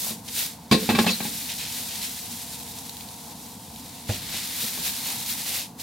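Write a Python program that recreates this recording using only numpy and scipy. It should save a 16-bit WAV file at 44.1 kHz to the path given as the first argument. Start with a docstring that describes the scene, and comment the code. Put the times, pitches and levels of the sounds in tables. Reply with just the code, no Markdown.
"""Street stall wok

Noodles fry in a steel wok over a roaring gas burner: water boils off as hiss and wet crackle.
The sizzle drops while they are tossed into the air, fades as they rest and swells when the ladle
turns them. The wok clangs back onto its stand, the ladle knocks, rasps and squeals in it,
and a bottle thumps down on the counter."""
import sys
import numpy as np
from scipy import signal
from scipy.fft import rfft, irfft, next_fast_len
from scipy.io import wavfile
from scipy.ndimage import uniform_filter1d, map_coordinates

SR = 44100
rng = np.random.default_rng(int(sys.argv[2]) if len(sys.argv) > 2 else 0)


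def dump_mix(stems):
    """Bounce the given channels to the path in sys.argv[1] as a 16-bit WAV at rate SR."""
    frames = np.atleast_2d(stems).T  # one column per channel
    limited = np.clip(frames, -1, 1)  # hard clip at full scale
    pcm = np.round(limited * 32767).astype(np.int16)
    wavfile.write(sys.argv[1], SR, pcm)


N = 256662

# EQ of the flame's roar: f/Hz, level/dB
ROAR_EQ = [(20, -83), (45, -18), (68, -3.5), (130, -3), (240, 1.5), (300, -5.5), (375, -19.5), (470, -8),
           (590, -19.5), (715, -6.5), (790, -12.5), (900, -6.5), (1200, -22), (2500, -32)]
# fader ride of the flame's hollow note: t/s, level/dB
HOLLOW_RIDE = [(0, -76), (2.1, -58), (2.8, -54), (3.3, -52.5), (3.65, -67), (4.6, -73), (5.1, -48.5),
               (5.8, -63)]
# EQ of the rattling counter: f/Hz, level/dB
COUNTER_EQ = [(25, -25), (70, -4), (200, 5.5), (350, -9.5), (600, -3), (950, -14), (1250, -23), (1600, -17),
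              (4000, -27), (16000, -40)]
# the ladle pushes through the noodles, or the wok slides under them:
# t/s, length/s, sizzle surge/dB, scratch/dB, grind/dB
STROKES = [(0.027, 0.11, 0.5, -45, -45.5), (0.278, 0.021, 9, -37, -56), (0.358, 0.089, 4, -33.5, -50),
           (1.062, 0.067, -0.5, -29, -35.5), (1.384, 0.05, 0, -55, -62), (1.489, 0.056, -1, -33, -60),
           (1.577, 0.14, -2.5, -35, -59), (1.766, 0.049, 1, -39.5, -57), (1.878, 0.11, -0.5, -39, -56),
           (2.011, 0.073, 3.5, -35.5, -62), (4.08, 0.1, 7, -36.5, -53), (4.308, 0.11, 2.5, -36.5, -55),
           (4.582, 0.1, 3.5, -44.5, -67), (4.829, 0.084, 4, -37, -52), (5.051, 0.082, 3, -44, -48.5),
           (5.28, 0.065, 6.5, -50, -62), (5.454, 0.22, 4, -36, -48.5)]
# the ladle's edge squeals as it slides: t/s, length/s, f/Hz, level/dB
SQUEALS = [(1.076, 0.026, 2610, -21), (1.082, 0.017, 3410, -24.5), (1.083, 0.084, 4020, -28.5),
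           (1.096, 0.048, 4420, -27.5), (1.099, .022, 5420, -27.5), (1.101, .025, 6800, -33)]
# modes of the ladle's cup and handle: f/Hz, level/dB, t60/s
LADLE_MODES = [(732, -4, 0.13), (795, 4, 0.057), (837, 6.5, 0.093), (870, 4, 0.042), (1132, 0, 0.14),
               (1575, -9.5, 0.17), (1669, -3, 0.091), (1703, -8, .1), (1820, -10, 0.079), (2360, 1, 0.093)]
# modes of the wok on its stand: f/Hz, level/dB, t60/s
WOK_MODES = [(186, -9, 0.52), (213.2, 1, 0.29), (225, 5, 0.41), (284, -7, 0.44), (337, -13, 0.28),
             (376, -19, 0.27), (437.6, -7, 0.35), (512, -14, 0.58), (678, -15, 0.4), (1070, -1.5, 0.16),
             (1100, -24, 0.16), (1250, -18, 0.12), (1606, -17, 0.37), (1920, -14, 0.17), (2210, -17, 0.19),
             (2320, -12.5, 0.12), (2370, -9, 0.14), (2620, -8.5, 0.19), (3270, -26, 0.11),
             (3260, -13, 0.09), (3440, -21, 0.089), (3650, -11, 0.091), (3680, -12.5, 0.12),
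             (3840, -7.5, 0.11), (3950, -12, 0.15), (4130, -9, 0.15), (4700, -15.5, 0.14),
             (4800, -11.5, 0.1)]
# EQ of a crowd of short-lived steel modes: f/Hz, level/dB
CLATTER_EQ = [(300, 2), (620, -8), (850, -3), (1350, -13.5), (1700, -7.5), (3000, -6), (3700, 1),
              (5500, -10), (9000, -15), (16000, -21)]
# the wok drops or bumps onto its stand: t/s, level/dB, hardness/dB
STAND_HITS = [(0.108, -36.5, 0), (0.713, -16, 1), (0.722, -13.5, 0.5), (0.743, -17, -4), (4.634, -38, 0)]
# the ladle strikes the wok: t/s, level/dB, hardness/dB
LADLE_HITS = [(0.890, -17, -3), (0.898, -23, 3), (0.919, -28, -16), (0.950, -22.5, 4.5),
              (0.983, -23.5, -11), (0.988, -16, 3), (1.043, -25.5, -7), (1.065, -19.5, 1),
              (1.204, -29.5, 1.5), (1.252, -30, -5), (4.342, -40.5, -3), (4.775, -36.5, -3)]
# how hard the noodles fry while they lie on the steel: t/s, hiss/dB, wet crackle/dB
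FRY_RIDE = [(0.0, -35, -41.5), (0.86, -37.5, -35), (0.9, -39, -35), (1.05, -36.5, -33.5),
            (1.33, -37.5, -39.5), (1.94, -38.5, -40.5), (3.62, -49.5, -54.5), (4.08, -46.5, -46),
            (4.3, -41, -38), (4.68, -36.5, -37), (5.48, -38, -39), (5.52, -39, -40.5)]
# the noodles are tossed: take-off t/s, landing t/s, settling time/s
TOSSES = [(0.102, 0.214, 0.14), (0.467, 0.682, 0.12), (5.601, 5.771, 0.033)]
# the oil spits: t/s, level/dB
OIL_SPITS = [(1.499, -25), (2.0263, -25.5), (2.8948, -24), (2.9685, -26.5), (3.0084, -27), (3.087, -30),
             (3.7607, -28.5)]
# EQ of the fine hiss: f/Hz, level/dB
HISS_EQ = [(500, -20.5), (1500, -19.5), (2800, -4.5), (3800, 2), (4600, 2.5), (6000, 2.5), (10000, 2),
           (12800, 0.5), (14500, -1.5), (16000, -5.5)]
# EQ of the wet crackle: f/Hz, level/dB
CRACKLE_EQ = [(150, -19), (400, -17), (900, -9), (1400, -4), (2200, 2), (3100, 1.5), (3850, 6), (4500, 2.5),
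              (5500, -1.5), (9000, -20), (16000, -60)]
# EQ of the stereo side channel, wider toward the top: f/Hz, level/dB
SIDE_EQ = [(60, -37), (250, -16.5), (500, -10.5), (1000, -7.5), (2000, -8.5), (4000, -7), (8000, -3),
           (13000, 1)]


def amp(db):
    """Decibels to gain."""
    return 10 ** (np.asarray(db) / 20)


def unit(x):
    """x at rms 1."""
    return x / np.sqrt(np.mean(x ** 2) + 1e-20)


def unit_hit(x):
    """x with its first 20 ms at rms 1."""
    return x / np.sqrt(np.mean(x[:SR // 50] ** 2))


def curves(rows):
    """Fader rides: one value per sample for each column after the time."""
    times, *columns = np.transpose(rows)
    return [np.interp(np.arange(N) / SR, times, column) for column in columns]


def wobble(rate, size=N):
    """Smooth random modulation, rate knots a second."""
    knots = rng.standard_normal(int(size * rate / SR) + 4)
    return map_coordinates(knots, [np.arange(size) * rate / SR])


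def eq(x, points):
    """x through a minimum-phase EQ drawn through points of f/Hz, level/dB."""
    size = 2 * next_fast_len(len(x) // 2 + 4096)
    hz, db = np.transpose(points)
    gain_db = np.interp(np.log(np.fft.rfftfreq(size, 1 / SR) + 1), np.log(hz), db)
    cepstrum = irfft(np.log(amp(gain_db))) * (1 + np.sign(size // 2 - np.arange(size)))
    cepstrum[0] /= 2
    return irfft(rfft(x, size) * np.exp(rfft(cepstrum)), size)[:len(x)]


def band(x, kind, hz):
    """x through a gentle low-, band- or high-pass."""
    return signal.sosfilt(signal.butter(2, hz, kind, fs=SR, output="sos"), x)


def add(track, s, sound):
    """Drop a sound onto the track at time s."""
    start = round(s * SR)
    track[start:start + len(sound)] += sound[:N - start]


def burst(t, t60):
    """Noise that dies away."""
    return rng.standard_normal(len(t)) * amp(-60 * t / t60)


def pops(rate, spread_db):
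    """Random clicks, rate a second; spread_db makes a few stand out from the many."""
    size_db = spread_db * np.minimum(rng.exponential(size=N), 5)
    return unit((rng.random(N) < rate / SR) * rng.choice([-1, 1], N) * amp(size_db))


def ringing(modes, t, scatter_db):
    """A struck body's modes, at new strengths for each point of contact."""
    hz, db, t60 = np.transpose(modes)[:, :, None]
    struck_db = db + scatter_db * rng.standard_normal(hz.shape)
    return np.sum(amp(struck_db - 60 * t / t60) * np.sin(2 * np.pi * hz * t), axis=0)


def burner(roar_db=-44.5, flutter_db=0.58):
    """A bed of turbulent flame; the narrow gap under the wok adds a hollow note that comes and goes."""
    hollow_db, = curves(HOLLOW_RIDE)
    roar = amp(roar_db) * unit(eq(rng.standard_normal(N), ROAR_EQ))
    hollow = amp(hollow_db) * unit(band(rng.standard_normal(N), "bandpass", [760, 1000]))
    return amp(flutter_db * wobble(17)) * (roar + hollow)


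def bottle(s=4.092, thump_hz=104, thump_t60=0.063, rattle_t60=0.16, rumble_t60=1.35):
    """A bottle lands on the counter: the broad panel thumps, rattles briefly and rumbles on."""
    out, t = np.zeros(N), np.arange(SR // 2) / SR
    soft_attack = 1 - np.exp(-t / 0.015)
    thump = -np.sin(2 * np.pi * thump_hz * t) * amp(-60 * t / thump_t60) * soft_attack
    rattle = unit(eq(rng.standard_normal(len(t)), COUNTER_EQ)) * amp(-60 * t / rattle_t60)
    rumble = unit(band(rng.standard_normal(len(t)), "bandpass", [55, 220])) * amp(-60 * t / rumble_t60)
    add(out, s, amp(-3) * thump + amp(-24) * rattle + amp(-40) * rumble)
    return out


def pressure(length, skew=0.73):
    """The force of one stroke swells and lets go; a skew below 1 presses hardest early."""
    return np.sqrt(np.abs(np.sin(np.pi * np.linspace(0, 1, int(length * SR)) ** skew)))


def rasps():
    """Ladle drags on wok, or wok on stand, in dense tiny slips: a bright scratch over a lower grind."""
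    scratch_gain, grind_gain = np.zeros((2, N))
    for s, length, _, scratch_db, grind_db in STROKES:
        add(scratch_gain, s, amp(scratch_db) * pressure(length))
        add(grind_gain, s, amp(grind_db) * pressure(length))
    slips = pops(rate=1500, spread_db=0)
    scratch = unit(eq(slips, [(700, -31.5), (1300, -17), (1900, -8.5), (2600, -3.5),
                              (3900, -3.5), (6000, -8), (16000, -20)]))
    grind = unit(band(slips, "bandpass", [450, 1250]))
    return scratch_gain * scratch + grind_gain * grind


def squeals(pitch_jitter=0.039):
    """The ladle's edge sticks and slips, locking roughly onto one steel mode after another."""
    out = np.zeros(N)
    for s, length, hz, db in SQUEALS:
        t = np.arange(int(length * SR)) / SR
        rough_hz = hz * (1 + pitch_jitter * wobble(910, size=len(t)))
        phase = 2 * np.pi * np.cumsum(rough_hz) / SR
        grip = np.sqrt(np.abs(np.sin(np.pi * t / length))) * amp(2.3 * wobble(390, size=len(t)))
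        add(out, s, amp(db - 1.5) * grip * np.sin(phase))
    return out


def clang(boom_db, knock_db, clank_db, clash_db):
    """Steel on steel: the food-damped bowl booms and clashes; the ladle knocks and clanks."""
    t = np.arange(SR // 2) / SR
    # the noodles bounce in the bowl, so its ring stutters
    bouncing = amp(2.7 * wobble(44, size=len(t)) * (2 - np.exp(-t / 0.02)))
    bowl = bouncing * ringing(WOK_MODES, t, scatter_db=5.5)
    ladle = unit_hit(ringing(LADLE_MODES, t, scatter_db=6.5)) + 1.03 * unit_hit(burst(t, t60=0.11))
    stand_rattle = unit_hit(band(burst(t, t60=0.17), "bandpass", [70, 400]))
    clatter = unit_hit(eq(burst(t, t60=0.17), CLATTER_EQ))
    boom = unit_hit(band(unit_hit(bowl) + 0.62 * stand_rattle, "lowpass", 680))
    knock = unit_hit(band(ladle, "lowpass", 930))
    clank = unit_hit(band(ladle, "bandpass", [1200, 2600]))
    clash = unit_hit(unit_hit(band(bowl, "highpass", 780)) + 0.93 * clatter)
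    return amp(boom_db) * boom + amp(knock_db) * knock + amp(clank_db) * clank + amp(clash_db) * clash


def hits(cues, boom_db, knock_db, clank_db, clash_db):
    """A track of clangs from one base mix; harder hits bring out the clank and the clash."""
    out = np.zeros(N)
    for s, db, hard_db in cues:
        add(out, s, amp(db) * clang(boom_db, knock_db, clank_db + hard_db, clash_db + hard_db))
    return out


def wok_clangs():
    """The stand mostly rings the bowl; a blow of the ladle rings both bowl and ladle."""
    stand = hits(STAND_HITS, boom_db=-1, knock_db=-19.5, clank_db=-23, clash_db=-4)
    ladle = hits(LADLE_HITS, boom_db=-2, knock_db=-5.5, clank_db=-7.5, clash_db=-8.5)
    return band(stand + ladle, "highpass", 106)  # an open bowl radiates little deep bass


def frying_levels(linger_s=0.065, lift_s=0.12, duck_db=-20, drying_db=-1):
    """Hiss and crackle rides in dB: strokes press wet noodles onto hot steel, tosses lift them off."""
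    hiss_db, crackle_db = curves(FRY_RIDE)
    t = np.arange(N) / SR
    surge_db, airborne = np.zeros((2, N))
    for s, length, db, _, _ in STROKES:
        add(surge_db, s, db * pressure(length))
    for leave, land, settle in TOSSES:
        airborne += np.clip((t - leave) / lift_s, 0, 1) * np.clip(1 - (t - land) / settle, 0, 1)
    contact_db = uniform_filter1d(surge_db, int(linger_s * SR)) + duck_db * airborne
    # scraps left on the steel dry out, so the crackle ducks further than the hiss
    return hiss_db + contact_db, crackle_db + contact_db + drying_db * airborne


def spits():
    """Single drops burst in the hot oil as bright ticks."""
    out, t = np.zeros(N), np.arange(SR // 20) / SR
    for s, db in OIL_SPITS:
        tick = eq(burst(t, t60=0.013), [(800, -29), (3800, 3.5), (7000, -5), (16000, -6)])
        add(out, s, amp(db) * tick)
    return out


def spatter(rate=50, t60=0.024, trim_db=-8):
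    """Larger bubbles burst in short sprays that follow the hiss ride."""
    hiss_db, _ = frying_levels()
    decay = amp(-60 * np.arange(SR // 20) / SR / t60)
    envelope = signal.fftconvolve(np.abs(pops(rate, spread_db=1.5)), decay)[:N]
    return amp(hiss_db + trim_db) * unit(eq(envelope * rng.standard_normal(N), HISS_EQ))


def sizzle():
    """Water boils off the steel as fine hiss; wet noodles pressed onto it crackle lower."""
    hiss_db, crackle_db = frying_levels()
    sputter = amp(1.12 * wobble(35) + 0.65 * wobble(220))  # bubbles burst in clumps
    hiss = unit(eq(pops(rate=3000, spread_db=3) + 1.95 * rng.standard_normal(N), HISS_EQ))
    crackle = unit(eq(pops(rate=1800, spread_db=1) + 1.1 * rng.standard_normal(N), CRACKLE_EQ))
    steam_db = 2 * hiss_db + 31  # the fiercer the boil, the brighter its steam
    steam = unit(band(rng.standard_normal(N), "bandpass", [11000, 15500]))
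    return sputter * (amp(hiss_db + 2.5) * hiss + amp(crackle_db - 1.5) * crackle + amp(steam_db) * steam)


def cooking():
    """The bus of flame, frying and rasps, with fresh noise on each call."""
    return burner() + sizzle() + spatter() + rasps()


def scene():
    """Flame and frying spread wide; the spot effects sit centre and echo off the steel stall."""
    bed = cooking()
    spots = spits() + wok_clangs() + squeals() + bottle()
    walls = burst(np.arange(SR // 10) / SR, t60=0.038)
    echo = signal.fftconvolve(spots + 0.29 * bed, walls / np.linalg.norm(walls))[:N]
    mid = bed + spots
    side = eq(0.78 * cooking() + 1.2 * echo, SIDE_EQ)  # off-centre bubbles reach each ear differently
    return np.array([mid + side, mid - side])


def record(dry, top_hz=15900):
    """A brick-wall low-pass on the master."""
    size = next_fast_len(N + SR // 4)
    passband = np.fft.rfftfreq(size, 1 / SR) < top_hz
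    return irfft(rfft(dry, size) * passband, size)[:, :N]


dry = scene()
out = record(dry)
dump_mix(out)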